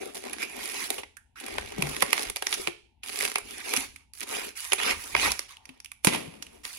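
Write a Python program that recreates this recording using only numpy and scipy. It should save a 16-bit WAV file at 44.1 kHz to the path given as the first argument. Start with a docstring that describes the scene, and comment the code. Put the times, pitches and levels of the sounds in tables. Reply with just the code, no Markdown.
"""A lobby, two microphones close to a small brass mailbox. A hand works envelopes out of it: paper slides
on the inner walls, edges and creases snap, a corner taps the brass, the bundle knocks on the hollow box.
From about 4 s the paper rubs over the frame and sounds more open. At 6 s the little door is slapped shut,
the doors around it rattle, and the paper rustles once more."""
import sys
import numpy as np
from scipy import signal
from scipy.fft import rfft, irfft, next_fast_len
from scipy.io import wavfile

SR = 44100
rng = np.random.default_rng(int(sys.argv[2]) if len(sys.argv) > 2 else 0)


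def materialize(psi):
    """Save the field psi as 16-bit PCM at rate SR to the path in sys.argv[1].

    A 1-D psi becomes a single channel; in a 2-D psi each row is a channel.
    """
    bounded = np.clip(np.atleast_2d(psi).T, -1, 1)
    quanta = np.round(bounded * 32767).astype(np.int16)
    wavfile.write(sys.argv[1], SR, quanta)


N = 298998
TIME = np.arange(N) / SR

# pushes and pulls that slide the paper: start_s, swell_s, ease_s, level_db, bass_offset_db, fizz_offset_db
PAPER_STROKES = [(0, 0.018, 0.11, -46, 11, -5), (0.143, 0.011, 0.071, -44, 5.5, -0.5),
                 (.23, 0.023, 0.22, -44, 7, -9), (0.383, 0.051, 0.011, -35, -2, -6),
                 (0.471, 0.17, 0.033, -41.5, 2.5, -4.5), (0.588, 0.27, 0.016, -37, -5, -1.5),
                 (0.869, 0.058, 0.069, -41.5, 6, -3), (1.355, 0.024, 0.098, -48.5, -12, -10),
                 (1.408, 0.11, 0.27, -42.5, 2, -10), (1.763, 0.024, .12, -44.5, 16, -7),
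                 (1.82, 0.094, 0.15, -38.5, 1.5, -5), (1.995, .028, 0.0076, -31.5, -2.5, -6.5),
                 (2.05, 0.15, 0.095, -34.5, -0.5, -7), (2.422, .12, 0.025, -40, -3.5, -2),
                 (2.56, 0.019, 0.11, -43, 2.5, 0), (3.034, 0.22, 0.074, -35, -4.5, -2),
                 (3.44, 0.07, 0.34, -43.5, -3, -5.5), (3.64, 0.11, 0.1, -34.5, -2, -3),
                 (3.869, 0.017, 0.14, -59, -9, -8), (4.133, 0.06, 0.04, -52, -13, 3.5),
                 (4.196, 0.038, 0.0073, -36, -3.5, -6.5), (4.267, 0.076, 0.15, -34, -3, -6),
                 (4.553, 0.027, 0.2, -39, -25.5, -2.5), (4.78, 0.13, 0.021, -24.5, -7.5, -11.5),
                 (4.92, 0.093, 0.41, -43.5, -10, -1), (5.161, 0.092, 0.06, -23, -9.5, -10.5),
                 (5.32, 0.022, 0.12, -47, -15, -17), (5.482, 0.027, 0.036, -45, -41, -9.5),
                 (5.6, 0.084, 0.13, -62.5, -0.5, -13), (6.5, 0.052, 0.069, -64, 8.5, 0.5),
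                 (6.633, 0.014, 0.25, -46, -14.5, 1)]
# where the paper rubs: time_s, position (0 deep in the box, 1 out at the frame)
PAPER_POSITION = [(0, 0.082), (1.0, 0.15), (2.0, 0.18), (3.7, 0.19), (4.35, .7), (4.9, 0.64)]
# the fingers bend the bundle and it crinkles instead of sliding: start_s, end_s, share (0-1)
BUNDLE_BENDS = [(.14, .4, .4), (1.42, 2.55, .3), (3.035, 3.42, .55), (4.14, 4.3, .4)]
# resonances of the box's air and walls: pitch_hz, gain_db, t60_s
BOX_RESONANCES = [(405.7, 6.5, 0.067), (793, -2, 0.018), (1109, -13, 0.033), (2266, -17.5, 0.34),
                  (3600, -11, 0.57)]
# edges and creases snapping: start_s, energy_db, bass_offset_db, fizz_offset_db, pitch_hz, decay_s
PAPER_SNAPS = [(0.151, -38, -10, -2, 3840, .004), (0.3317, -27, -25, -6, 2480, 0.0036),
               (0.4278, -20.5, -14, -20, 2230, .003), (0.9035, -24.5, -1.5, 3, 3770, 0.0018),
               (0.9811, -27, -1, -7.5, 2920, 0.015), (1.0331, -30, -4.5, -26, 2170, 0.0047),
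               (1.1682, -42.5, -41, 0.5, 1690, 0.0035), (1.4, -37.5, -35.5, 0, 2630, 0.009),
               (1.463, -31.5, -26, -4, 2430, 0.0032), (1.4834, -36.5, 2, -2, 2130, 0.00088),
               (1.5827, -18, -5.5, -21, 1520, 0.00085), (1.721, -37, 7.5, -5, 2550, .002),
               (1.823, -14, -8.5, -10.5, 2440, 0.0015), (1.965, -24, -12, -8.5, 1850, 0.00099),
               (2.022, -13.5, -9, -7.5, 1860, .0026), (2.0236, -17, 4, -7, 1113, 0.0036),
               (2.1299, -10, -12, -9.5, 2020, 0.0018), (2.1788, -19, -9.5, -13.5, 1630, .0007),
               (2.2985, -29, -1.5, 3, 1830, 0.0024), (2.361, -24, -10, -7, 2220, 0.0004),
               (2.3682, -30, -4, 1.5, 5000, 0.00035), (2.423, -23, -1.5, -8.5, 1650, 0.0023),
               (2.4687, -17.5, -11.5, -9, 5700, 0.0009), (2.5261, -16.5, -17, -12, 3480, 0.0034),
               (2.5395, -22.5, -21, -3, 5620, 0.0064), (2.673, -17, -5, -14, 2250, 0.0011),
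               (2.68, -27, -5, -10.5, 2330, 0.0017), (3.0337, -28, -27, -21, 2670, 0.001),
               (3.0844, -32.5, -28, -5, 3200, .002), (3.1882, -27.5, -20, -0.5, 2370, 0.0018),
               (3.2085, -18.5, -14, -10, 2080, 0.0011), (3.229, -24, -3, -14, 1870, 0.00054),
               (3.25, -18, -7, -6.5, 2860, 0.0041), (3.3573, -13, -8.5, -15.5, 2370, .0008),
               (3.383, -32.5, 6, 4, 1500, 0.0014), (3.737, -19, -4.5, -6, 2240, 0.0022),
               (3.7635, -22.5, -20, -0.5, 5660, 0.0034), (3.7704, -17, -17, -8.5, 2270, .002),
               (3.9603, -37.5, -41, -7, 2290, 0.0028), (4.1358, -46, -35, 3, 4540, 0.001),
               (4.2062, -34.5, -29, 4, 2350, 0.001), (4.7205, -14, -6, -16.5, 3000, 0.0033),
               (4.7317, -15.5, -1.5, -2.5, 2160, 0.0033), (4.8324, -19, -39, -14.5, 2770, 0.0036),
               (5.1502, -10.5, -2, -24.5, 2150, 0.0014), (5.165, -18, -23, -25, 2170, .001),
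               (5.3175, -23, -7, 2, 5420, 0.0031), (5.3923, -25.5, -6.5, 0.5, 5140, 0.0014),
               (5.569, -38.5, -40, -14, 3000, .001), (5.6544, -39.5, -34, -7, 5400, 0.0027),
               (5.6911, -36, -16, -16, 2900, 0.0039), (5.802, -40, -36, -5.5, 5400, 0.0012),
               (5.846, -38, -39, -2.5, 5470, 0.0023), (5.8587, -36.5, -36, -8, 2780, 0.0011),
               (5.917, -33.5, -32, -7, 2370, 0.0012), (6.4239, -31, -27.5, -2.5, 5960, .004),
               (6.466, -39.5, -26, -12, 2780, 0.0027), (6.651, -25.5, -15.5, -11, 4160, 0.0011)]
# an envelope's edge on the wall: time_s, pitch_hz, level_db
EDGE_RASP = [(.41, 2500, -49), (.44, 2520, -44), (.48, 2600, -49.5), (.58, 2300, -48.5), (.83, 2150, -40.5),
             (.87, 2100, -73)]
# light taps on the brass, and (at 5.565 s) a long faint ring of the door's spring or hinge: start_s, level_db,
# pitch_hz, t60_s
BRASS_TAPS = [(1.168, -41.5, 1650, 0.074), (1.205, -57, 1620, 0.088), (1.357, -44.5, 1460, 0.24),
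              (5.565, -59, 880, 1), (5.917, -35, 1100, 0.017)]
# the arm bumping and moving air: middle_s, length_s, level_db
ARM_BUMPS = [(1.607, 0.22, -47.5), (1.877, 0.26, -46.5), (2.29, 0.071, -46.5), (3.448, 0.086, -54.5),
             (3.863, 0.27, -60.5), (4.955, .12, -48.5), (5.17, 0.099, -43), (5.286, 0.14, -43),
             (6.596, 0.2, -66)]
# hand and bundle knocking on the box: start_s, level_db, pitch_hz, t60_s
BOX_KNOCKS = [(1.787, -22, 180, 0.088), (1.827, -30, 146.4, 0.26), (2.027, -20, 298, 0.036),
              (2.593, -26, 385, 0.073), (2.675, -24.5, 347, 0.14), (3.773, -29, 271, 0.17),
              (5.69, -40.5, 261, 0.17), (6.276, -36.5, 169, 0.12)]
# latch, then door striking the frame: start_s, energy_db, bass_offset_db, fizz_offset_db, decay_s
DOOR_HITS = [(6.0466, -15.5, -2.5, 1, .002), (6.0706, -9.5, 1.5, -8.5, 0.0016),
             (6.085, -20, -18, -18, 0.0022)]
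# the brass door ringing: pitch_hz, level_db, t60_s
DOOR_RING = [(192, -27, 0.068), (2010, -35, 0.36), (2350, -51, 0.16), (3360, -51, 0.46), (5390, -46, .3)]

# spectra of the sources: frequency_hz, gain_db
IN_BOX_TONE = [(60, -34.5), (150, -31), (250, -0.5), (410, -3), (560, -7.5), (760, -6.5), (930, -14.5),
               (1300, -4.5), (1800, 1), (2300, 3.5), (3100, -2), (4500, -7), (10000, -18.5), (16000, -22)]  # paper deep in the box
AT_FRAME_TONE = [(60, -22), (150, -11.5), (270, 8), (420, 11), (620, 3), (1000, 3), (1900, 5.5), (2600, 7),
                 (4000, -3), (7000, -5.5), (10000, -14.5), (16000, -11)]  # paper on the frame
CREASE_TONE = [(60, -48), (200, -14), (400, 4), (900, 0.5), (2400, 13), (5000, 1.5), (10000, -3.5),
               (16000, -9.5)]
ARM_TONE = [(15, -8.5), (35, 1), (70, 8.5), (160, -8.5), (250, 0), (500, -22), (2000, -71.5)]
SLAM_TONE = [(30, -5), (140, -3), (280, 8), (600, 1), (1000, -5.5), (1600, -8), (2500, -0.5), (4000, -10.5),
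             (7000, -17), (11000, -21.5), (16000, -28)]
LOBBY_AIR_TONE = [(15, -23), (30, -6.5), (75, 7), (190, -29), (690, -17.5), (900, -11), (1200, -43.5),
                  (2800, -22.5), (7000, -54), (16000, -47.5)]
# the lobby's reverberation: frequency_hz, t60_s
LOBBY_T60 = [(100, 0.57), (400, 0.37), (1200, 0.28), (3000, 0.42), (8000, 0.4), (16000, 0.19)]
# how alike the two microphones hear a sound: frequency_hz, likeness (0-1)
MIC_LIKENESS = [(40, 0.78), (100, 0.97), (300, 1), (600, 0.95), (1500, 0.55), (4500, 0.076), (10000, 0.1)]
# responses of the microphones: frequency_hz, gain_db
LEFT_RESPONSE = [(60, 2.5), (300, 0.5), (700, 1), (1200, -0.5), (2200, -4.5), (4000, 1), (8800, 1),
                 (9600, -6), (12000, -24.5), (16000, -18)]
RIGHT_RESPONSE = [(60, -1.5), (300, -5.5), (700, -7.5), (1200, 2), (2300, 3.5), (4000, 1.5), (8200, 2),
                  (9300, 12), (10100, 19), (11000, 13), (12500, 5.5), (16000, -1)]
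# filters for bass, middle and fizz, divided at 800 and 6000 Hz
REGISTER_FILTERS = [signal.butter(4, hz, kind, fs=SR, output="sos")
                    for hz, kind in [(800, "low"), ((800, 6000), "band"), (6000, "high")]]


def amp(db):
    """Decibels to gain."""
    return 10 ** (np.asarray(db) / 20)


def unit_rms(x):
    """Scales to rms 1."""
    return x / np.sqrt(np.mean(x ** 2) + 1e-20)


def at_hz(points, hz):
    """A spectrum table at the given frequencies."""
    frequency, value = np.transpose(points)
    return np.interp(np.log(hz + 1), np.log(frequency + 1), value)


def curves(rows):
    """Each column of a time table at every sample."""
    time_s, *columns = np.transpose(rows)
    return [np.interp(TIME, time_s, column) for column in columns]


def add(mix, start_s, sound):
    """Mixes a sound in at start_s."""
    part = mix[:, max(round(start_s * SR), 0):][:, :sound.shape[-1]]
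    part += sound[..., :part.shape[1]]


def colour(x, points, size=4096):
    """Minimum-phase filter with the given spectrum."""
    log_gain = np.log(amp(at_hz(points, abs(np.fft.fftfreq(size, 1 / SR)))))
    taps = np.fft.ifft(np.exp(np.conj(signal.hilbert(log_gain)))).real[:size // 2]
    return signal.fftconvolve(x, taps[None], axes=1)[:, :x.shape[1]]


def noise(size):
    """White noise at two microphones, alike in the bass and unlike in the treble."""
    left, other = rfft(rng.standard_normal((2, next_fast_len(size))))
    likeness = at_hz(MIC_LIKENESS, np.linspace(0, SR / 2, len(left)))
    right = likeness * left + np.sqrt(1 - likeness ** 2) * other
    return irfft(np.array([left, right]))[:, :size]


def noise_band(hz, width_hz):
    """Noise in a resonance that follows the curve hz."""
    turn = np.exp(2j * np.pi * np.cumsum(hz) / SR)
    pole = np.exp(-np.pi * width_hz / SR)
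    narrow = signal.lfilter([1], [1, -2 * pole, pole * pole], noise(len(hz)) / turn)
    return unit_rms((turn * narrow).real)


def registers(x):
    """Bass, middle and fizz of a sound, each at rms 1."""
    return [unit_rms(signal.sosfilt(sos, x)) for sos in REGISTER_FILTERS]


def burst(decay_s, flutter=0, flutter_s=1, size=2048):
    """A sharp crack, with an optional weaker flutter of the struck sheet."""
    t = np.arange(size) / SR
    return noise(size) * (np.exp(-t / decay_s) + flutter * np.exp(-t / flutter_s))


def blow(x, energy_db, bass_db, fizz_db):
    """Gives each register of a blow its energy, counted over one millisecond."""
    bass, middle, fizz = registers(x)
    length_ms = 1000 * x.shape[1] / SR
    return amp(energy_db) / np.sqrt(length_ms) * (amp(bass_db) * bass + middle + amp(fizz_db) * fizz)


def mode(db, hz, t60_s, rise_s=0.0057):
    """One dying vibration."""
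    t = TIME[:SR // 2]
    return amp(db - 60 * t / t60_s) * np.sin(2 * np.pi * hz * t) * (1 - np.exp(-t / rise_s))


def grains(tone, per_s, spread_db, decay_s, hiss):
    """Many tiny slips of uneven size, each a short puff, over a share of smooth hiss."""
    slips = (rng.random(N) < per_s / SR) * amp(spread_db * np.minimum(rng.exponential(1, N), 4)) ** 2
    power = signal.lfilter([1], [1, -np.exp(-2 / (decay_s * SR))], slips)
    return unit_rms(colour(noise(N) * np.sqrt(power / power.mean() + hiss), tone))


def pressure_db(t, swell_s, ease_s, grip_s=0.002, arch=1.37, release_db_per_s=419):
    """Level of one stroke against its peak: the paper catches at once, swells, eases and stops quickly."""
    catch = 20 * np.log10(np.clip(t / grip_s, 1e-6, 1))
    swell = 9 * np.clip(1 - t / swell_s, 0, 1) ** arch
    ease = 8 * np.clip((t - swell_s) / ease_s, 0, 1) ** arch
    release = release_db_per_s * np.clip(t - swell_s - ease_s, 0, 1)
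    return catch - swell - ease - release


def flexing(x, depth_db=4, span_hz=109, span_s=0.0079):
    """A bending sheet keeps shifting its resonances: random patches over time and frequency."""
    hz, time_s, spectrum = signal.stft(x, SR, nperseg=512)
    patches = rng.standard_normal(spectrum.shape[1:])
    for axis, pole in enumerate([np.exp(-hz[1] / span_hz), np.exp(-time_s[1] / span_s)]):
        patches = signal.lfilter([1], [1, -2 * pole, pole * pole], patches, axis=axis)
    spectrum *= amp(depth_db * np.clip(unit_rms(patches), -2, 2))
    return unit_rms(signal.istft(spectrum, SR, nperseg=512)[1][:, :N])


def crinkles(per_s, spread_db=6, decay_s=0.0007):
    """Separate little creases giving way, of uneven size."""
    creases = (rng.random(N) < per_s / SR) * amp(spread_db * rng.uniform(-1, 1, N))
    return unit_rms(noise(N) * signal.lfilter([1], [1, -np.exp(-1 / (decay_s * SR))], creases))


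def paper_sliding(outside, gain_db=-2, bass_trim_db=-1, crackle_db=-9.5):
    """Paper fibres catch and slip; deep in the box the cavity colours them, at the frame they sound open."""
    power = np.zeros((3, N))
    for start_s, swell_s, ease_s, level_db, bass_db, fizz_db in PAPER_STROKES:
        span = slice(round(start_s * SR), round((start_s + swell_s + ease_s + 0.5) * SR))
        press = pressure_db(TIME[span] - start_s, swell_s, ease_s)
        bass = bass_db + bass_trim_db + 1.17 * press  # bass and fizz grow faster than the middle
        fizz = fizz_db + 1.19 * press
        power[:, span] += amp(level_db + np.array([bass, press, fizz])) ** 2
    in_box = grains(IN_BOX_TONE, per_s=700, spread_db=0.5, decay_s=0.0028, hiss=1)
    at_frame = grains(AT_FRAME_TONE, per_s=1100, spread_db=3, decay_s=0.00084, hiss=0.64)
    rub = flexing(np.sqrt(1 - outside) * in_box + np.sqrt(outside) * at_frame)
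    tiny_creases = np.gradient(crinkles(per_s=42), axis=1)  # these radiate mostly treble
    crackle = unit_rms(colour(tiny_creases, IN_BOX_TONE))
    crumple = unit_rms(colour(crinkles(per_s=130), IN_BOX_TONE))
    bent = sum(share * (TIME > start_s) * (TIME < end_s) for start_s, end_s, share in BUNDLE_BENDS)
    texture = np.sqrt(1 - bent) * rub + np.sqrt(bent) * crumple
    texture += amp(crackle_db) * np.sqrt(1 - outside) * crackle
    return amp(gain_db) * sum(gain * band for gain, band in zip(np.sqrt(power), registers(texture)))


def box_resonance(x):
    """The mailbox's air and walls ring along with whatever moves inside."""
    ringing = 0
    for hz, gain_db, t60_s in BOX_RESONANCES:
        q = hz * t60_s * np.pi / np.log(1000)
        ringing += amp(gain_db) * signal.lfilter(*signal.iirpeak(hz, q, fs=SR), x)
    return x + ringing


def arm_rumble(stir_db=-70.5):
    """The arm bumps and moves air, and never keeps quite still."""
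    bumps = sum(amp(level_db) * np.exp(-8 * ((TIME - middle_s) / length_s) ** 2)
                for middle_s, length_s, level_db in ARM_BUMPS)
    return (amp(stir_db) + bumps) * unit_rms(colour(noise(N), ARM_TONE))


def paper_snaps(patch_q=4.5, patch_gain=1.97, strain_db=-17, strain_s=0.0039, stiff_db=-22):
    """Each snap rings a small, well damped patch of paper; the strong ones strain for a moment first."""
    out = np.zeros((2, N))
    for start_s, energy_db, bass_db, fizz_db, hz, decay_s in PAPER_SNAPS:
        crack = colour(burst(decay_s, flutter=0.068, flutter_s=0.016), CREASE_TONE)
        patch = signal.lfilter(*signal.iirpeak(hz, patch_q, fs=SR), crack)
        add(out, start_s, blow(crack + patch_gain * patch, energy_db, bass_db, fizz_db))
        strain = colour(burst(strain_s, size=512)[:, ::-1], CREASE_TONE)  # swells into the snap
        strain_energy_db = energy_db + strain_db + min(energy_db - stiff_db, 0)
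        add(out, start_s - strain.shape[1] / SR, blow(strain, strain_energy_db, bass_db, fizz_db))
    return out


def edge_rasp(width_hz=600):
    """An envelope's edge scrapes along the inner wall, lower as more of it bends free."""
    hz, level_db = curves(EDGE_RASP)
    touching = (TIME > EDGE_RASP[0][0]) * (TIME < EDGE_RASP[-1][0])
    return amp(level_db) * noise_band(hz, width_hz) * touching


def brass_taps(width_hz=320, gain_db=-3):
    """Fingers and envelope corners touch the brass, which rings in a cluster of modes; once, the door's spring
    or hinge rings long and faint."""
    out, t = np.zeros((2, N)), TIME[:SR // 2]
    for start_s, level_db, hz, t60_s in BRASS_TAPS:
        cluster = noise_band(np.full(len(t), hz), width_hz)
        add(out, start_s, cluster * amp(level_db + gain_db - 60 * t / t60_s))
    return out


def box_knocks(partner_ratio=0.98, partner_db=-7, thump_db=-9, thump_t60_s=0.079, thump_rise_s=0.002):
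    """Soft blows boom in a close pair of box modes, with a rough thump."""
    out, t = np.zeros((2, N)), TIME[:SR // 2]
    for start_s, level_db, hz, t60_s in BOX_KNOCKS:
        boom = mode(level_db, hz, t60_s) + mode(level_db + partner_db, hz * partner_ratio, t60_s / 2)
        envelope = amp(level_db + thump_db - 60 * t / thump_t60_s) * np.minimum(t / thump_rise_s, 1)
        thump = envelope * noise_band(np.full(len(t), hz), width_hz=260)
        add(out, start_s, boom + thump)
    return out


def door_slam():
    """The latch clicks past, the door hits the frame with a tight thud and rings; its neighbours rattle."""
    latch_s, slam_s = DOOR_HITS[0][0], DOOR_HITS[1][0]
    out = neighbours_rattle(slam_s)
    for start_s, energy_db, bass_db, fizz_db, decay_s in DOOR_HITS:
        hit = colour(burst(decay_s, flutter=0.35, flutter_s=0.017), SLAM_TONE)
        add(out, start_s, blow(hit, energy_db, bass_db, fizz_db))
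    bolt = colour(burst(decay_s=0.0049)[:, ::-1], SLAM_TONE)  # rides up its ramp before it clicks
    add(out, latch_s - bolt.shape[1] / SR, blow(bolt, energy_db=-42, bass_db=0, fizz_db=0))
    thud = mode(db=-9, hz=185, t60_s=0.027, rise_s=0.00041)
    ring = sum(mode(level_db, hz, t60_s) for hz, level_db, t60_s in DOOR_RING)
    add(out, slam_s, thud + ring)
    small_panel = signal.butter(2, 115, "high", fs=SR)  # too small to radiate deep bass
    return signal.lfilter(*small_panel, out)


def neighbours_rattle(slam_s, build_s=0.066, rattle_t60_s=0.27, settle_t60_s=1.8, drone_t60_s=1.05):
    """The slam spreads along the wall: other doors chatter, loose ones settle, the empty boxes drone."""
    t = np.maximum(TIME - slam_s, 0)
    build = np.minimum(t / build_s, 1) ** 2
    dying_s = np.maximum(t - build_s, 0)
    rattle = amp(-27 - 60 * dying_s / rattle_t60_s)
    settle = amp(-47.5 - 60 * dying_s / settle_t60_s)
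    chatter = (rattle + settle) * grains(SLAM_TONE, per_s=300, spread_db=3, decay_s=0.003, hiss=1)
    drone = amp(-39 - 60 * dying_s / drone_t60_s) * noise_band(hz=np.full(N, 300), width_hz=380)
    return build * (chatter + drone)


def lobby_reverb(x, echoes_per_s=3000, near_db=-13, near_decay_s=0.0029, tail_db=-15):
    """Quick reflections off the wall of boxes, then the lobby's tail."""
    size = SR // 2
    t = TIME[:size]
    echoes = rng.choice([-1., 1.], (2, size)) * (rng.random((2, size)) < echoes_per_s / SR)
    near = echoes * (t > 0.0015) * np.exp(-t / near_decay_s)
    hz, time_s, spectrum = signal.stft(echoes * (t > 0.012), SR, nperseg=256)
    spectrum *= amp(-60 * time_s / at_hz(LOBBY_T60, hz)[:, None])
    tail = signal.istft(spectrum, SR, nperseg=256)[1][:, :size]
    response = (amp(near_db) * unit_rms(near) + amp(tail_db) * unit_rms(tail)) / np.sqrt(size)
    return x + signal.fftconvolve(x, response, axes=1)[:, :N]


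def scene(air_db=-69):
    """All the handling at the mailbox, close up, over the quiet air of the lobby."""
    outside = curves(PAPER_POSITION)[0]
    paper = paper_sliding(outside) + edge_rasp() + paper_snaps()
    paper = outside * paper + (1 - outside) * box_resonance(paper)  # less box as the bundle leaves it
    handling = paper + arm_rumble() + box_knocks() + brass_taps() + door_slam()
    return lobby_reverb(handling) + amp(air_db) * unit_rms(colour(noise(N), LOBBY_AIR_TONE))


def record(dry, left_lag_samples=36, cutoff_hz=15900):
    """The left microphone is farther and muffled, the right one rings in the treble; then the band limit."""
    delayed = np.pad(dry[:1], ((0, 0), (left_lag_samples, 0)))[:, :N]
    left = colour(delayed, LEFT_RESPONSE)
    right = colour(dry[1:], RIGHT_RESPONSE)
    clipped = np.clip(np.vstack([left, right]), -1, 1)
    lowpass = signal.firwin(255, cutoff_hz, window=("kaiser", 8), fs=SR)
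    return signal.oaconvolve(clipped, lowpass[None], "same")


dry = scene()
out = record(dry)
materialize(out)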